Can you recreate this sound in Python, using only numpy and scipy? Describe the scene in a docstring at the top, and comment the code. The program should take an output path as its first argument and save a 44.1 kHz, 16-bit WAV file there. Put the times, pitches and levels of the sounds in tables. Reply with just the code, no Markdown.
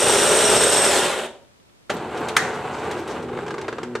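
"""On a kitchen counter, an automatic coffee machine grinds beans: their fracture excites the housing while
the burr teeth whine, and the pitch falls as the grinder coasts to rest. After a pause the brewing unit's
gear motor starts with a clunk, a latch snaps loudly, and the drive whirrs on. As it presses the grounds
the motor hums under load and the plastic mechanism creaks by stick-slip, in knocks that grow sparser."""
import sys
import numpy as np
from scipy import signal
from scipy.fft import rfft, irfft
from scipy.io import wavfile
from scipy.ndimage import uniform_filter1d

SR = 44100
rng = np.random.default_rng(int(sys.argv[2]) if len(sys.argv) > 2 else 0)


def store_pcm(level_fs):
    """Save levels as 16-bit WAV."""
    pcm = np.round(np.clip(level_fs, -1, 1) * 32767).astype(np.int16)
    wavfile.write(sys.argv[1], SR, np.atleast_2d(pcm).T)


N = 176400
T = np.arange(N) / SR


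def grinder():
    """Impact excitation: beans fracture between the burrs and drive the resonances of the housing."""
    # tooth rate under power (t/s, f/Hz)
    speed = [(0, 2850), (.2, 2830), (.3, 2838), (.48, 2820), (.54, 2765), (.68, 2735), (.77, 2765),
             (.89, 2775)]
    # envelope: steady, fading, stopping dead (t/s, relative level/dB)
    envelope = [(0, 0), (.5, 0), (.99, 0), (1.06, -3.5), (1.265, -12), (1.29, -32), (1.37, -66),
                (1.5, -83.5)]
    # low, middle and high spectra of the crushing (f/Hz, relative level/dB)
    rumble = [(18, -59), (30, -33), (70, -19), (203, -15), (240, -8.5), (310, -12.5), (377, -3.5),
              (426, -1.5), (480, -6.5), (575, 5), (620, -3.5), (1000, -10), (1100, -31.5), (1430, -25.5),
              (2420, -120)]
    crunch = [(470, -25.5), (800, 1), (1000, -5.5), (1140, -4), (1400, -1), (1640, -2.5), (2270, -6.5),
              (2740, -4), (3660, -4.5), (4590, -18), (4800, -22.5), (6240, -42), (10600, -120)]
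    fizz = [(2470, -27), (4200, -14), (4710, -9.5), (5570, -8), (6070, -9.5), (6880, -6.5), (8410, -2.5),
            (9170, -7.5), (13800, -26), (15400, -41)]
    # housing resonances (f/Hz, bandwidth/Hz, relative level/dB)
    housing = [(385.4, 20, 4.5), (431.4, 42, 7.5), (568.6, 20.5, 10)]
    # big beans breaking; ticks of the settling grinder (t/s, relative level/dB)
    beans = [(0.093, -12), (0.334, -9.5), (0.492, -10), (0.535, -7.5), (0.563, -8.5), (0.666, -11.5)]
    settling = [(1.446, -58), (1.513, -62), (1.598, -62), (1.695, -59)]
    power_off_s, coast_tau_s, stop_s = .885, .29, 1.255
    coast_s = np.maximum(T - power_off_s, 0)
    tooth_hz = curve(speed) * np.exp(-coast_s / coast_tau_s)
    level_db = curve(envelope)
    feed = amp(.91 * wander(rate_hz=21))
    cracks = clicks(per_s=2600, spread_db=3) * feed
    grit = clicks(per_s=6400, spread_db=3) * feed
    body = amp(-22) * unit(colour(cracks, rumble)) + amp(-26.5) * resonate(cracks, housing)
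    body += amp(-23) * unit(colour(cracks + 1.06 * grit, crunch))
    out = amp(level_db) * (body + whine(tooth_hz, coast_s))
    out += amp(-24.5 + 1.71 * level_db) * unit(colour(grit + .5 * cracks, fizz))  # treble fades faster
    add(out, stop_s, amp(-39) * impact(rumble, rise_s=.043, fall_s=.056))  # the housing shudders
    for s, db in beans:
        add(out, s, amp(db - 8) * impact(rumble, rise_s=.00092, fall_s=.0039))
    add(out, stop_s, amp(-51) * impact(fizz, rise_s=.0066, fall_s=.0097))  # the burrs catch
    for s, db in settling:
        add(out, s, amp(db) * impact(crunch, rise_s=.0011, fall_s=.004))
    return out


def whine(tooth_hz, coast_s):
    """Amplitude modulation: shaft rotation puts sidebands on the harmonics of the tooth rate."""
    # tooth harmonics; gear orders heard while coasting (multiple of tooth rate, relative level/dB)
    harmonics = [(1, -38), (2, -32.5), (3, -30.5)]
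    coast_orders = [(.8, -33), (1, -32), (1.75, -33.5), (2, -35), (4.95, -26)]
    teeth_per_turn, fade_db_per_s = 9, 45
    housing_hz, housing_width_hz = 8230, 380  # resonance of the housing
    jitter = .00405 + .013 * np.minimum(coast_s / .13, 1)  # free-running gears turn less evenly
    cycles = np.cumsum(tooth_hz * (1 + jitter * wander(rate_hz=90))) / SR
    flutter = 1 + .55 * narrowband(cycles / teeth_per_turn, blur_hz=39.7)
    teeth = sum(amp(db) * narrowband(round(k) * cycles, blur_hz=52) for k, db in harmonics)
    teeth *= unit(flutter)
    ring = amp(5) * bandpass(teeth, housing_hz, housing_width_hz)
    gears = np.zeros(N)
    for k, db in coast_orders:
        fade_db = 3.2 * k ** 2 * coast_s  # high orders die first
        rolloff = 1 + (k * tooth_hz / 9500) ** 8
        gears += amp(db - fade_db) * narrowband(k * cycles, blur_hz=50) / rolloff
    return (teeth + ring) * amp(-fade_db_per_s * coast_s) + gears * np.minimum(coast_s / .087, 1)


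def gear_motor():
    """Forced vibration: tooth contacts rattle the gearbox and sound the mesh rate; load adds a hum."""
    # envelopes (t/s, drone level/dB, rattle level/dB), relative
    envelopes = [(1.93, -33.5, -33.5), (2.1, -35, -33.5), (2.2, -33, -30.5), (2.6, -34.5, -31.5),
                 (2.98, -34, -32), (3.06, -34, -34.5), (3.1, -32.5, -30.5), (3.17, -30, -29.5),
                 (3.27, -34.5, -43), (3.37, -34, -34), (3.46, -34.5, -39), (3.66, -37.5, -41.5),
                 (3.78, -41, -43), (4, -45, -49.5)]
    # spectra of the drone, gear rattle and brush hiss (f/Hz, relative level/dB)
    drone = [(18, -74), (30, -40), (86, -9.5), (199, -9.5), (238, -8), (274, -12), (308, -2.5), (420, -3),
             (509, -11), (650, -21), (840, -49), (1430, -120)]
    gears = [(290, -23), (500, -4.5), (665, -7.5), (715, 1), (863, -2), (1180, -6.5), (1600, -7),
             (1750, -13), (2600, -13.5), (3700, -21.5), (4550, -31), (7700, -120)]
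    brushes = [(1650, -33), (2800, 3), (3730, -17), (4500, -12), (5400, -12), (6930, -9), (8260, -8),
               (14500, -39)]
    # resonances of gearbox and brushes (f/Hz, bandwidth/Hz, relative level/dB)
    gearbox = [(467, 130, 2), (737, 40, 0), (870, 55, 0), (1000, 50, -3)]
    squeal = [(7480, 94, 13), (8100, 270, -3)]
    # gear-mesh tone and load hum (t/s, f/Hz, level/dB)
    mesh = [(1.95, 430, -45), (2.45, 443, -39.5), (2.8, 420, -38.5), (3.15, 405, -48), (3.35, 400, -39),
            (3.65, 450, -38), (3.72, 450, -58)]
    hum = [(3.05, 122.7, -49), (3.2, 123.2, -43), (3.4, 121.1, -44), (3.82, 120.8, -43), (3.86, 122, -35.5),
           (3.93, 120.5, -32), (4, 117.5, -34)]
    # hum partials (harmonic number, relative level/dB)
    partials = [(1, -9), (2, 3), (3, -4.5)]
    start_s = 1.905
    mesh_cycles = np.cumsum(curve(mesh) * (1 + .01503 * wander(rate_hz=34.7))) / SR
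    backlash = amp(1.4 * wander(rate_hz=9.2)) * (1 + .087 * np.sin(2 * np.pi * mesh_cycles / 7.5))
    rattle = clicks(per_s=2500, spread_db=2) * backlash
    chatter = clicks(per_s=150, spread_db=1)
    hiss = clicks(per_s=9800, spread_db=.8) * backlash
    gear_noise = amp(-1.5) * unit(colour(rattle + .33 * chatter, gears))
    gear_noise += amp(-12) * resonate(rattle, gearbox)
    brush_noise = amp(-21) * unit(colour(hiss, brushes)) + amp(-32.5) * resonate(hiss, squeal)
    out = amp(curve(envelopes)) * unit(colour(rattle, drone))
    out += amp(curve(envelopes, column=2)) * (gear_noise + brush_noise)
    mesh_tone = narrowband(mesh_cycles, blur_hz=13.4) + .48 * narrowband(2 * mesh_cycles, blur_hz=22)
    out += amp(curve(mesh, column=2)) * unit(mesh_tone)
    hum_cycles = np.cumsum(curve(hum) * (1 + .0013 * wander(rate_hz=20))) / SR
    hum_tone = sum(amp(db) * sine(round(k) * hum_cycles) for k, db in partials)
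    out += amp(curve(hum, column=2)) * unit(hum_tone)
    return out * np.clip((T - start_s) / .011, 0, 1)


def latch():
    """Release of elastic energy: a sprung latch snaps over and leaves the plastic buzzing."""
    # spectra of the snap and the buzz (f/Hz, relative level/dB)
    snap = [(120, -49), (200, -15), (739, -13), (1640, 2.5), (2990, -11.5), (3400, -5), (4710, -19.5),
            (7160, -12.5), (7840, -17), (8740, -13.5), (12600, -31), (15400, -35)]
    buzz = [(300, -26), (1200, -5), (1900, 1.5), (3000, -26), (4100, -15.5), (5000, -19.5), (7000, -17),
            (15000, -48)]
    # modes of the plastic (f/Hz, relative level/dB, T60/s)
    modes = [(1330, -4, 0.039), (1632, 4, 0.04), (1823, -6, 0.042), (2050, -2, 0.067)]
    snap_s = 2.3645
    out = np.zeros(N)
    add(out, snap_s, amp(-9) * impact(snap, rise_s=.0036, fall_s=.0073, modes=modes, ring_db=-8))
    add(out, snap_s, amp(-23) * impact(buzz, rise_s=.016, fall_s=.063))
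    return out


def linkage():
    """Impacts across clearances: the drive engages with a clunk, thuds as it takes up slack, and ticks."""
    # impact spectra (f/Hz, relative level/dB)
    clunk = [(30, -36), (90, -10), (280, -6.5), (440, 0.5), (800, -4.5), (950, -17), (1400, -9.5),
             (3200, -15.5), (5400, -26.5), (6800, -23), (15000, -51)]
    thud = [(70, -31), (180, -2), (320, 4), (900, -42)]
    tick = [(880, -22), (1500, -2.5), (3330, -1.5), (5210, -11), (8320, -11.5), (15400, -36)]
    # modes rung by the clunk (f/Hz, relative level/dB, T60/s)
    modes = [(236, -6, 0.17), (1390, 8, 0.042)]
    # contacts (t/s, relative level/dB)
    thuds = [(1.932, -28.5), (2.198, -28), (2.989, -28.5)]
    ticks = [(1.967, -30.5), (2.174, -29), (2.285, -20.5), (2.9123, -24), (3.077, -29), (3.227, -34.5)]
    out = np.zeros(N)
    add(out, 1.895, amp(-19.5) * impact(clunk, rise_s=.0068, fall_s=.014, modes=modes, ring_db=-10.5))
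    for s, db in thuds:
        add(out, s, amp(db) * impact(thud, rise_s=.0094, fall_s=.01))
    for s, db in ticks:
        add(out, s - .001, amp(db - 9.5) * impact(tick, rise_s=.0015, fall_s=.013))
    return out


def creak():
    """Stick-slip friction: each slip of the loaded plastic is a knock that rings its modes."""
    # slips (t/s, relative level/dB, treble tilt/dB)
    slips = [(3.288, -23, -2), (3.331, -19.5, -20), (3.373, -19, -21), (3.389, -20.5, 1), (3.433, -23, -9),
             (3.465, -23.5, 25), (3.481, -18.5, 12), (3.507, -18, 7), (3.542, -14.5, 3), (3.582, -18, 7),
             (3.614, -19.5, 14), (3.645, -18.5, -12), (3.682, -12, 1), (3.727, -15.5, -6),
             (3.784, -15.5, -4), (3.832, -15.5, 17), (3.953, -10, 9)]
    # knock spectrum (f/Hz, relative level/dB)
    spectrum = [(150, -18), (250, -8), (421, 5.5), (620, -9), (900, -4), (1620, -5), (1920, -13),
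                (4930, -26), (8030, -31.5), (14000, -60)]
    # modes of the mechanism (f/Hz, relative level/dB, T60/s)
    modes = [(364, -3, 0.085), (456, 3, 0.11), (1622, -4.5, 0.094), (2079, -6.5, 0.052), (3645, -15, 0.094)]
    out = np.zeros(N)
    for s, db, treble_db in slips:
        tilted = [(hz, level + treble_db * hz / (hz + 2500)) for hz, level in spectrum]
        knock = impact(tilted, rise_s=.0009, fall_s=.01, modes=modes, ring_db=-5)
        add(out, s - .001, amp(db - 10.5) * knock)
    return out


def piston():
    """Sliding friction: the piston rubs along its guide in short gritty swells."""
    # swell peaks (t/s, level/dB)
    swells = [(2.17, -49), (2.55, -47.5), (2.74, -48.5), (2.8, -46.5), (2.86, -51), (2.99, -48),
              (3.11, -44)]
    # friction spectrum (f/Hz, relative level/dB)
    spectrum = [(1500, -20), (2600, 0), (6000, 0.5), (9000, -7), (13000, -28)]
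    swell_s = .041
    pressure = sum(amp(db) * np.exp(-(2 * (T - s) / swell_s) ** 2) for s, db in swells)
    return pressure * unit(colour(clicks(per_s=3400, spread_db=3), spectrum))


def kitchen(x):
    """Reverberation: a diffuse field decays exponentially, soonest in the treble."""
    # reverberation time (f/Hz, T60/s)
    t60 = [(150, 0.46), (1500, 0.39), (6000, 0.4), (14000, 0.2)]
    onset = np.clip((T[:SR // 2] - .006) / .021, 0, 1)
    hz, t, bands = signal.stft(rng.standard_normal(SR // 2) * onset, SR, nperseg=256)
    decay = amp(-60 * t / at_frequency(t60, hz)[:, None])
    tail = signal.istft(bands * decay, SR, nperseg=256)[1]
    return signal.oaconvolve(x, tail / np.linalg.norm(tail))[:N]


def early_reflections(mid):
    """Decorrelation: reflections off the counter and walls differ between left and right."""
    # stereo width (f/Hz, side-to-mid level/dB)
    width = [(60, -31.5), (150, -42), (350, -28.5), (560, -15.5), (1000, -18), (2200, -13), (4500, -7),
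             (8300, -7.5), (12000, 0.5)]
    t = T[:SR // 4]
    decay = np.exp(-t / .035) + .8 * np.exp(-t / .006)
    taps = rng.standard_normal(len(t)) * decay * (t > .002)
    side = colour(signal.oaconvolve(mid, taps / np.linalg.norm(taps))[:N], width)
    return np.array([mid + side, mid - side])


def self_noise():
    """Microphone self-noise: a faint steady hiss and rumble, largely independent in left and right."""
    # noise spectrum (f/Hz, relative level/dB)
    spectrum = [(25, -8), (60, 1), (240, 0), (1500, -12), (3500, -15), (9000, -21.5), (15000, -33)]
    mid, side = (amp(-59.5) * unit(colour(noise, spectrum)) for noise in rng.standard_normal((2, N)))
    return np.array([mid + amp(3) * side, mid - amp(3) * side])


def impact(spectrum, rise_s, fall_s, modes=(), ring_db=-6):
    """Transient response: a noise burst plus any damped modes, with rms 1 over its loudest 10 ms."""
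    t = np.arange(SR // 4) / SR
    attack = np.minimum(t / rise_s, 1)
    force = rng.choice([-1, 1], len(t)) * attack * np.exp(-np.maximum(t - rise_s, 0) / fall_s)
    out = unit(colour(force, spectrum))
    if len(modes):
        ring = sum(amp(db - 60 * t / t60) * sine(hz * t) for hz, db, t60 in modes)
        out += amp(ring_db) * unit(ring * attack)
    return out / np.sqrt(uniform_filter1d(out ** 2, size=441).max())


def clicks(per_s, spread_db):
    """Shot noise: independent impulses of uneven size."""
    sizes = amp(spread_db * np.minimum(rng.exponential(1, N), 4))
    return unit(sizes * rng.choice([-1, 1], N) * (rng.random(N) < per_s / SR))


def narrowband(cycles, blur_hz):
    """Line broadening: teeth never meet the same way twice, so amplitude and phase drift."""
    phase = 2 * np.pi * cycles
    return unit(np.cos(phase) * wander(blur_hz) + np.sin(phase) * wander(blur_hz))


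def sine(cycles):
    """Harmonic motion with a random starting phase."""
    return np.sin(2 * np.pi * (cycles + rng.random()))


def wander(rate_hz):
    """Low-pass Gaussian noise of rms 1."""
    rolloff = 1 + (np.fft.rfftfreq(N, 1 / SR) / rate_hz) ** 4
    return unit(irfft(rfft(rng.standard_normal(N)) / rolloff, N))


def bandpass(x, hz, width_hz):
    """Response of one damped resonator."""
    return signal.lfilter(*signal.iirpeak(hz, hz / width_hz, SR), x)


def resonate(x, peaks):
    """Modal superposition: parallel resonators, scaled to rms 1."""
    return unit(sum(amp(db) * bandpass(x, hz, width_hz) for hz, width_hz, db in peaks))


def colour(x, spectrum):
    """Minimum-phase filtering: the Hilbert transform of the log gain gives the phase."""
    hz = abs(np.fft.fftfreq(8192, 1 / SR))
    log_gain = np.log(amp(np.maximum(at_frequency(spectrum, hz), -100)))
    taps = np.fft.ifft(np.exp(np.conj(signal.hilbert(log_gain)))).real[:3000]
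    return signal.oaconvolve(x, taps)[:len(x)]


def at_frequency(rows, hz):
    """Interpolation on a log-frequency axis."""
    f, values = np.transpose(rows)
    return np.interp(np.log(hz + 1), np.log(f + 1), values)


def curve(rows, column=1):
    """Linear interpolation of one column over time."""
    rows = np.array(rows)
    return np.interp(T, rows[:, 0], rows[:, column])


def add(mix, s, sound):
    """Superposition of a sound starting at s seconds."""
    part = mix[max(round(s * SR), 0):][:len(sound)]
    part += sound[:len(part)]


def amp(db):
    """Level to amplitude ratio."""
    return 10 ** (np.asarray(db) / 20)


def unit(x):
    """Normalisation to rms 1."""
    return x / np.sqrt(np.mean(x ** 2) + 1e-20)


def scene():
    """Superposition of the machine's direct sound, the room's response and microphone self-noise."""
    mill = grinder()
    motor = gear_motor() + piston()
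    knocks = linkage() + creak()
    snap = latch()
    reverb = kitchen(amp(-11.5) * mill + amp(-9.5) * motor + amp(-15.5) * knocks + amp(-16) * snap)
    return early_reflections(mill + motor + knocks + snap + reverb) + self_noise()


def record(dry):
    """Clipping at full scale, then band limiting at 15.6 kHz."""
    lowpass = signal.firwin(511, 15600, window=("kaiser", 9), fs=SR)
    return signal.oaconvolve(np.clip(dry, -1, 1), lowpass[None], "same")


dry = scene()
out = record(dry)
store_pcm(out)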